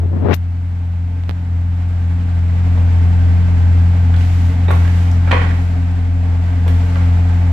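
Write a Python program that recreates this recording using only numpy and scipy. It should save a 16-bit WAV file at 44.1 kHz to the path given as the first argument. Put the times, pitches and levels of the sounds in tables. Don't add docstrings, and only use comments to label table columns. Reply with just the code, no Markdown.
import sys
import numpy as np
from scipy import signal
from scipy.fft import rfft, irfft
from scipy.io import wavfile
from scipy.ndimage import uniform_filter1d, minimum_filter1d

SR = 44100
rng = np.random.default_rng(int(sys.argv[2]) if len(sys.argv) > 2 else 0)


def generate_wav(signal):
    frames = np.transpose(np.atleast_2d(signal))
    scaled = np.clip(frames, -1, 1) * 32767
    pcm = np.round(scaled).astype(np.int16)
    wavfile.write(sys.argv[1], SR, pcm)


N = 331632
T, HZ = np.arange(N) / SR, np.fft.rfftfreq(N, 1 / SR)

# multiple of the four-stroke cycle, relative level in dB behind the car, the same beside the doors.
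EXHAUST_PARTIALS = [(8, -30.5, -29), (10, -43.5, -47.5), (12, -41, -46), (14, -45, -44), (20, -50.5, -55),
                    (22, -44, -50), (24, -34.5, -38), (26, -48, -59.5), (30, -47, -44), (32, -29, -29.5),
                    (36, -45.5, -53), (38, -50.5, -53), (40, -47, -49.5), (41, -48.5, -49.5),
                    (46, -41, -48.5), (47, -45.5, -43), (48, -48.5, -40), (49, -47.5, -38),
                    (51, -42.5, -45), (52, -51.5, -51)]
# frequency in Hz, relative density in dB per Hz.
GAS_SPECTRUM = [(20, -10), (45, -9), (80, 4.5), (125, 0.5), (165, -4), (215, -2), (265, 4), (295, -6),
                (330, -11.5), (600, -54)]
# time in seconds, level in dB before throb and finger boost.
DRONE_LEVEL = [(0.36, -18), (1.43, -18), (1.55, -16), (2.45, -14), (2.66, -11), (3.4, -9.5), (3.58, -11.5),
               (3.68, -9), (4.48, -11.5), (4.54, -15), (4.6, -10.5), (5.23, -11), (5.63, -14.5), (6.6, -13),
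               (6.72, -11.5), (6.96, -12.5), (7.02, -10.5), (7.5, -11.5)]
# time in seconds, reference level in dB.
ENGINE_LEVEL = [(0.4, -47), (1.29, -45.5), (2.54, -39.5), (2.67, -37.5), (5.21, -36.5), (5.46, -34),
                (5.66, -38), (6.13, -40), (6.87, -36), (7.5, -36.5)]
# frequency in Hz, relative density in dB per Hz.
BAY_SPECTRUM = [(180, -33.5), (300, -4), (460, -3.5), (520, -5), (720, 1), (890, -4), (1030, -4.5),
                (2100, -6), (2900, -13.5), (5380, -22), (7560, -29), (9200, -35.5), (12500, -34),
                (14500, -59)]
# frequency in Hz, width in Hz, boost in dB.
BAY_RESONANCES = [(463, 30, 7), (800, 290, 1.5), (886, 54, 6.5), (1562, 24, 7.5), (7580, 880, 7)]
# frequency in Hz, likeness (clipped to 0..1).
STEREO_LIKENESS = [(60, 1), (130, 1), (280, 0.96), (620, 0.45), (1350, -0.35), (2950, 0.47), (6430, -0.22),
                   (14000, -0.033)]
# frequency in Hz, left over right in dB.
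STEREO_BALANCE = [(60, 7), (130, 1), (280, -1.5), (620, 2.5), (1350, -2.5), (2950, -1.5), (6430, 1.5),
                  (14000, 3)]
# start in seconds, relative level in dB, chatter decay in seconds, pitch in Hz of the struck
# thing, strength of that pitch in dB, relative share of sharp crack in dB, left over right in dB.
KNOCK_EVENTS = [(2.775, -22.5, 0.013, 560, 17, -39.5, 0.5), (4.140, -25.5, .004, 1760, 17, -18, -10.5),
                (4.164, -33, 0.0017, 3750, 17, -12, -4), (4.209, -28.5, 0.0046, 2380, 14, -19, -10),
                (4.682, -13, 0.021, 397, 8, -38, -9.5), (4.705, -8, 0.0057, 620, 3, -22, -3.5),
                (4.712, -15, 0.0056, 1400, -5, -6, 5), (4.824, -26, .002, 1100, 11, -21, -2),
                (4.849, -26, 0.0031, 1700, 22, -16, -12), (4.878, -27.5, 0.002, 1830, 18, -11, -13),
                (5.115, -35.5, .003, 5560, 19, 7, 2), (5.274, -14, 0.033, 1400, 7, -31, -2.5),
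                (5.311, -9.5, 0.009, 1730, 7, -44, -11), (5.316, -6, 0.0022, 2040, 17, -56, -3),
                (5.326, -6, 0.0072, 490, 12, -47, 5), (5.332, -8, 0.0057, 1100, 8, -49, -3.5),
                (5.415, -14.5, 0.023, 1500, 10, -27.5, -11), (5.509, -24.5, 0.0041, 1800, 13.5, -10, -1),
                (6.663, -18.5, 0.012, 396, 19.5, -33.5, 0), (6.679, -19.5, .0085, 2980, -4, -6, -3.5),
                (6.957, -19, 0.0017, 1280, 33.5, -41, -.5), (6.965, -21, .005, 540, 20, -30, -2)]
# frequency in Hz, relative gain in dB.
KNOCK_BODY = [(100, -17.5), (200, 11), (300, 6), (390, 5.5), (560, 3.5), (750, 7), (1400, 0), (2400, -3.5),
              (3100, -16.5), (3800, -8), (4800, -37), (7500, -42.5), (10000, -58.5)]
# frequency in Hz, relative level in dB, t60 in seconds.
RING_MODES = [(479.5, 0, 0.17), (531, 3, 0.087), (987, -1.5, 0.13), (1106, -1, .15), (1385, -5, 0.14),
              (1620, -6.5, .14), (1940, -2, 0.23), (1950, -3, 0.14), (2078, -2.5, 0.19), (2215, -3, .2),
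              (2440, -2, .2)]
# frequency in Hz, t60 in seconds.
GARAGE_DECAY = [(150, 0.88), (500, 0.43), (1500, 0.6), (3000, 0.54), (6000, 0.51), (14000, 0.48)]
# peak time in seconds, relative level in dB.
FINGER_PUSHES = [(0.037, -30), (.06, -35), (.14, -29), (0.172, -23.5), (.228, -24), (.261, -17.5),
                 (.288, -17.5), (0.311, -16.5), (0.332, -11)]
# frequency in Hz, gain in dB.
RUB_SPECTRUM = [(30, -23), (90, 11), (150, 9.5), (380, 4.0), (700, -1.5), (1400, -2.5), (2500, -1.5),
                (6500, -5.0), (9000, -13), (13000, 4)]
# start in seconds, relative level in dB.
TICK_EVENTS = [(1.2372, -23), (1.286, -34), (1.2942, -9.5), (1.3012, -21), (1.3036, -24), (1.3106, -17)]
# frequency in Hz, relative gain in dB.
CASE_SPECTRUM = [(150, 13), (500, 4), (1800, -2.5), (4000, -9), (7000, -28), (12000, -33), (15000, -23)]
# start in seconds, length in seconds, level in dB.
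BRUSH_STROKES = [(4.143, 0.47, -43.5), (4.684, 0.49, -43), (5.504, 0.3, -49), (6.658, 0.46, -48)]
# frequency in Hz, relative density in dB per Hz.
BRUSH_SPECTRUM = [(200, -16), (900, -13), (2000, -1), (4000, -7), (7500, -12), (9500, -19.5),
                  (12500, -17.5), (14500, -34)]

CYLINDERS = 8
IDLE_RPM, HUNT_RMS_RPM, HUNT_RATE_HZ = 652, 3.7, 3.5
BAY_OFFSET_DB, OVERTONES_OFFSET_DB, OVERTONES_FOLLOW = .5, 3, .85
WHINE_HZ, WHINE_DB = 10600, -71
HOLLOW_TAIL_DB, HOLLOW_DOORS_DB, TURN_AT_S, TURN_S = -16.5, -7.5, 5.3, 0.54
RESONANCE_Q = 3.2
PUSH_RISE_S, PUSH_FALL_S = .02, 0.0092
COVERED_HZ, OPEN_HZ, UNCOVER_S, FINGER_OFF_S = 315, 10000, 0.038, 0.3466
BRUSH_RISE_S, BRUSH_FALL_S = 0.054, 0.14
BAND_EDGE_HZ = 14600


def amp(db):
    return 10 ** (np.asarray(db) / 20)


def unit(x):
    return x / np.sqrt(np.mean(x ** 2) + 1e-20)


def curves(rows):
    s, *columns = np.transpose(rows)
    return [np.interp(T, s, c) for c in columns]


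def read(points, hz=HZ):
    f, value = np.transpose(points)
    return np.interp(np.log(hz + 1), np.log(f + 1), value)


def colour(x, db):
    return irfft(rfft(x) * amp(db), N)


def drift(hz):
    return unit(irfft(rfft(rng.standard_normal(N)) / (1 + (HZ / hz) ** 4), N))


def pan(db):
    return amp(np.array([[.5], [-.5]]) * db)


def add(mix, s, sound):
    part = mix[:, round(s * SR):][:, :sound.shape[1]]
    part += sound[:, :part.shape[1]]


def causal(db):
    log_gain = np.log(amp(np.maximum(db, -100)))
    mirrored = np.r_[log_gain, log_gain[-2:0:-1]]
    return np.fft.ifft(np.exp(signal.hilbert(mirrored).conj())).real


def diffuse():
    a, b = rfft(rng.standard_normal((2, N)))
    same = np.clip(read(STEREO_LIKENESS), 0, 1)
    right = same * a + np.sqrt(1 - same ** 2) * b
    return irfft(np.array([a, right]) * pan(read(STEREO_BALANCE)), N)


def turned():
    return .5 + .5 * np.tanh((T - TURN_AT_S) / TURN_S)


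def exhaust(cycle, drone_db, overtones_db, unsteady=0.34, sway_rad=0.15, gas_db=-6.5):
    boom_phase = 2 * np.pi * 2 * CYLINDERS * cycle
    port_phase = np.array([[.5], [-.5]]) * sway_rad * drift(0.69)
    drone = np.sqrt(2) * amp(drone_db) * np.cos(boom_phase + port_phase)
    drone = pan(1.15) * drone * (1 + .013 * drift(25))
    partials, doors = 0, turned()
    for order, tail_db, doors_db in EXHAUST_PARTIALS:
        order = round(order)
        depth = unsteady if order % CYLINDERS else unsteady / 2
        waver = 1 + depth * (drift(4) + 1j * drift(4))
        level = amp(tail_db + (doors_db - tail_db) * doors)
        partials += level * waver * np.exp(2j * np.pi * (order * cycle + rng.random()))
    partials = (partials * np.exp(2j * port_phase)).real
    pulsed_gas = diffuse() * (1 + .5 * np.cos(boom_phase))
    gas = unit(colour(pulsed_gas, read(GAS_SPECTRUM)))
    overtones = amp(4.5) * pan(0.71) * unit(partials) + amp(gas_db) * gas
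    return drone + amp(overtones_db) * overtones


def engine_bay(cycle, level_db, pulsing=0.018, lope=.04, hollow_hz=715, hollow_width_hz=150):
    beat = 1 + pulsing * np.cos(2 * np.pi * CYLINDERS * cycle) + lope * np.cos(2 * np.pi * 2 * cycle)
    resonances_db = sum(db / (1 + (2 * (HZ - hz) / width_hz) ** 2) for hz, width_hz, db in BAY_RESONANCES)
    pulsed = diffuse() * beat * amp(0.56 * drift(17))
    rush = unit(colour(pulsed, read(BAY_SPECTRUM) + resonances_db))
    hollow = unit(colour(diffuse(), -20 * np.log10(1 + ((HZ - hollow_hz) / hollow_width_hz) ** 2)))
    hollow_db = HOLLOW_TAIL_DB + (HOLLOW_DOORS_DB - HOLLOW_TAIL_DB) * turned()
    whine = []
    for side in range(2):
        cycles = np.cumsum(WHINE_HZ + 45 * drift(.7)) / SR
        whine.append((1 + .2 * drift(30)) * np.cos(2 * np.pi * cycles))
    return amp(level_db) * (amp(2.0) * rush + amp(hollow_db) * hollow) + amp(WHINE_DB) * np.array(whine)


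def knocks(ring_db=-14.0):
    out, hz, t = np.zeros((2, N)), np.fft.rfftfreq(2048, 1 / SR) + 1, T[:SR // 3]
    for s, db, chatter_s, pitch_hz, pitch_db, crack_db, side_db in KNOCK_EVENTS:
        resonance = 1 / (1 + RESONANCE_Q ** 2 * (hz / pitch_hz - pitch_hz / hz) ** 2)
        resonance /= 1 + (hz / pitch_hz / 2) ** 4
        power = amp(pitch_db) ** 2 * resonance + amp(read(KNOCK_BODY, hz)) ** 2 + amp(crack_db - 13) ** 2
        body = causal(10 * np.log10(power))
        noise = rng.standard_normal(len(t)) + .5 * rng.standard_normal((2, len(t)))
        contact = noise * np.exp(-t / chatter_s)
        ring = 0
        for mode_hz, mode_db, t60_s in RING_MODES:
            ring += amp(mode_db - 60 * t / t60_s) * np.sin(2 * np.pi * (mode_hz * t + rng.random((2, 1))))
        blow = signal.fftconvolve(unit(contact) + amp(ring_db) * unit(ring), body[None], axes=1)
        add(out, s, amp(db + 19.5) * pan(side_db) * blow / np.linalg.norm(blow))
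    return out


def garage(x, build_s=0.0023):
    hz, t, z = signal.stft(rng.standard_normal((2, SR)), SR, nperseg=256)
    decay = amp(-60 * t / read(GARAGE_DECAY, hz)[:, None])
    tail = signal.istft(z * decay, SR, nperseg=256)[1]
    tail *= 1 - np.exp(-T[:tail.shape[1]] / build_s)
    return signal.fftconvolve(x, tail / np.linalg.norm(tail[0]), axes=1)[:, :N]


def finger_motion(rest_db=-36, lift_s=0.012):
    pressure = amp(rest_db)
    for s, db in FINGER_PUSHES:
        pressure = pressure + amp(db) * np.exp(np.minimum((T - s) / PUSH_RISE_S, (s - T) / PUSH_FALL_S))
    contact = np.exp(-np.maximum(T - FINGER_OFF_S, 0) / lift_s)
    corner_hz = COVERED_HZ * (1 + UNCOVER_S / np.maximum(FINGER_OFF_S - T, 1 / SR))
    return pressure * contact, np.minimum(corner_hz, OPEN_HZ)


def finger(slips_per_s=260, smooth_share=1.0, smother=2.48):
    pressure, corner_hz = finger_motion()
    steps = np.floor(np.cumsum(slips_per_s * amp(4 * drift(150))) / SR)
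    slips = np.diff(steps, prepend=steps[0]) * amp(4.7 * drift(130)) * np.sign(rng.standard_normal(N))
    friction = unit(slips) + smooth_share * rng.standard_normal(N)
    hz, t, z = signal.stft(friction, SR, nperseg=256)
    above = hz[:, None] / np.interp(t, T, corner_hz)
    shape = ((1 + above ** 2) * (1 + (above / smother) ** 4)) ** -.5
    shape /= np.sqrt(np.mean(shape ** 2, 0))
    rub = signal.istft(z * shape, SR, nperseg=256)[1][:N]
    return pan(30.8) * amp(-17) * pressure * colour(rub, read(RUB_SPECTRUM))


def ticks():
    out = np.zeros((2, N))
    click = causal(read(CASE_SPECTRUM, np.fft.rfftfreq(1024, 1 / SR)))
    for s, db in TICK_EVENTS:
        add(out, s, pan(-30.5) * amp(db - 9.5) * click / abs(click).max())
    return out


def shuffle():
    strokes = 0
    for s, length_s, db in BRUSH_STROKES:
        envelope = np.minimum((T - s) / BRUSH_RISE_S, (s + length_s - T) / BRUSH_FALL_S)
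        strokes = strokes + amp(db) * np.clip(envelope, 0, 1)
    grain = diffuse() * amp(0.58 * drift(90))
    return pan(0.94) * strokes * unit(colour(grain, read(BRUSH_SPECTRUM)))


def scene(throb_db=0.53, covered_boost_db=3.0):
    hunt = drift(HUNT_RATE_HZ)
    hunt = unit(hunt - uniform_filter1d(hunt, SR // 2))
    cycle = np.cumsum(IDLE_RPM + HUNT_RMS_RPM * hunt) / SR / 60 / 2
    drone_db = curves(DRONE_LEVEL)[0] - throb_db * hunt
    drone_db += covered_boost_db * np.clip((FINGER_OFF_S - T) / UNCOVER_S, 0, 1)
    engine_db = curves(ENGINE_LEVEL)[0]
    car = exhaust(cycle, drone_db, OVERTONES_OFFSET_DB + OVERTONES_FOLLOW * engine_db)
    car += engine_bay(cycle, engine_db + BAY_OFFSET_DB)
    blows = knocks()
    return car + blows + garage(blows) + finger() + ticks() + shuffle()


def record(dry):
    gain = 1 / np.maximum(abs(dry), 1)
    gain = uniform_filter1d(minimum_filter1d(gain, size=129), size=129)
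    lowpass = signal.firwin(511, BAND_EDGE_HZ, window=("kaiser", 9), fs=SR)
    return signal.oaconvolve(dry * gain, lowpass[None], "same")


dry = scene()
out = record(dry)
generate_wav(out)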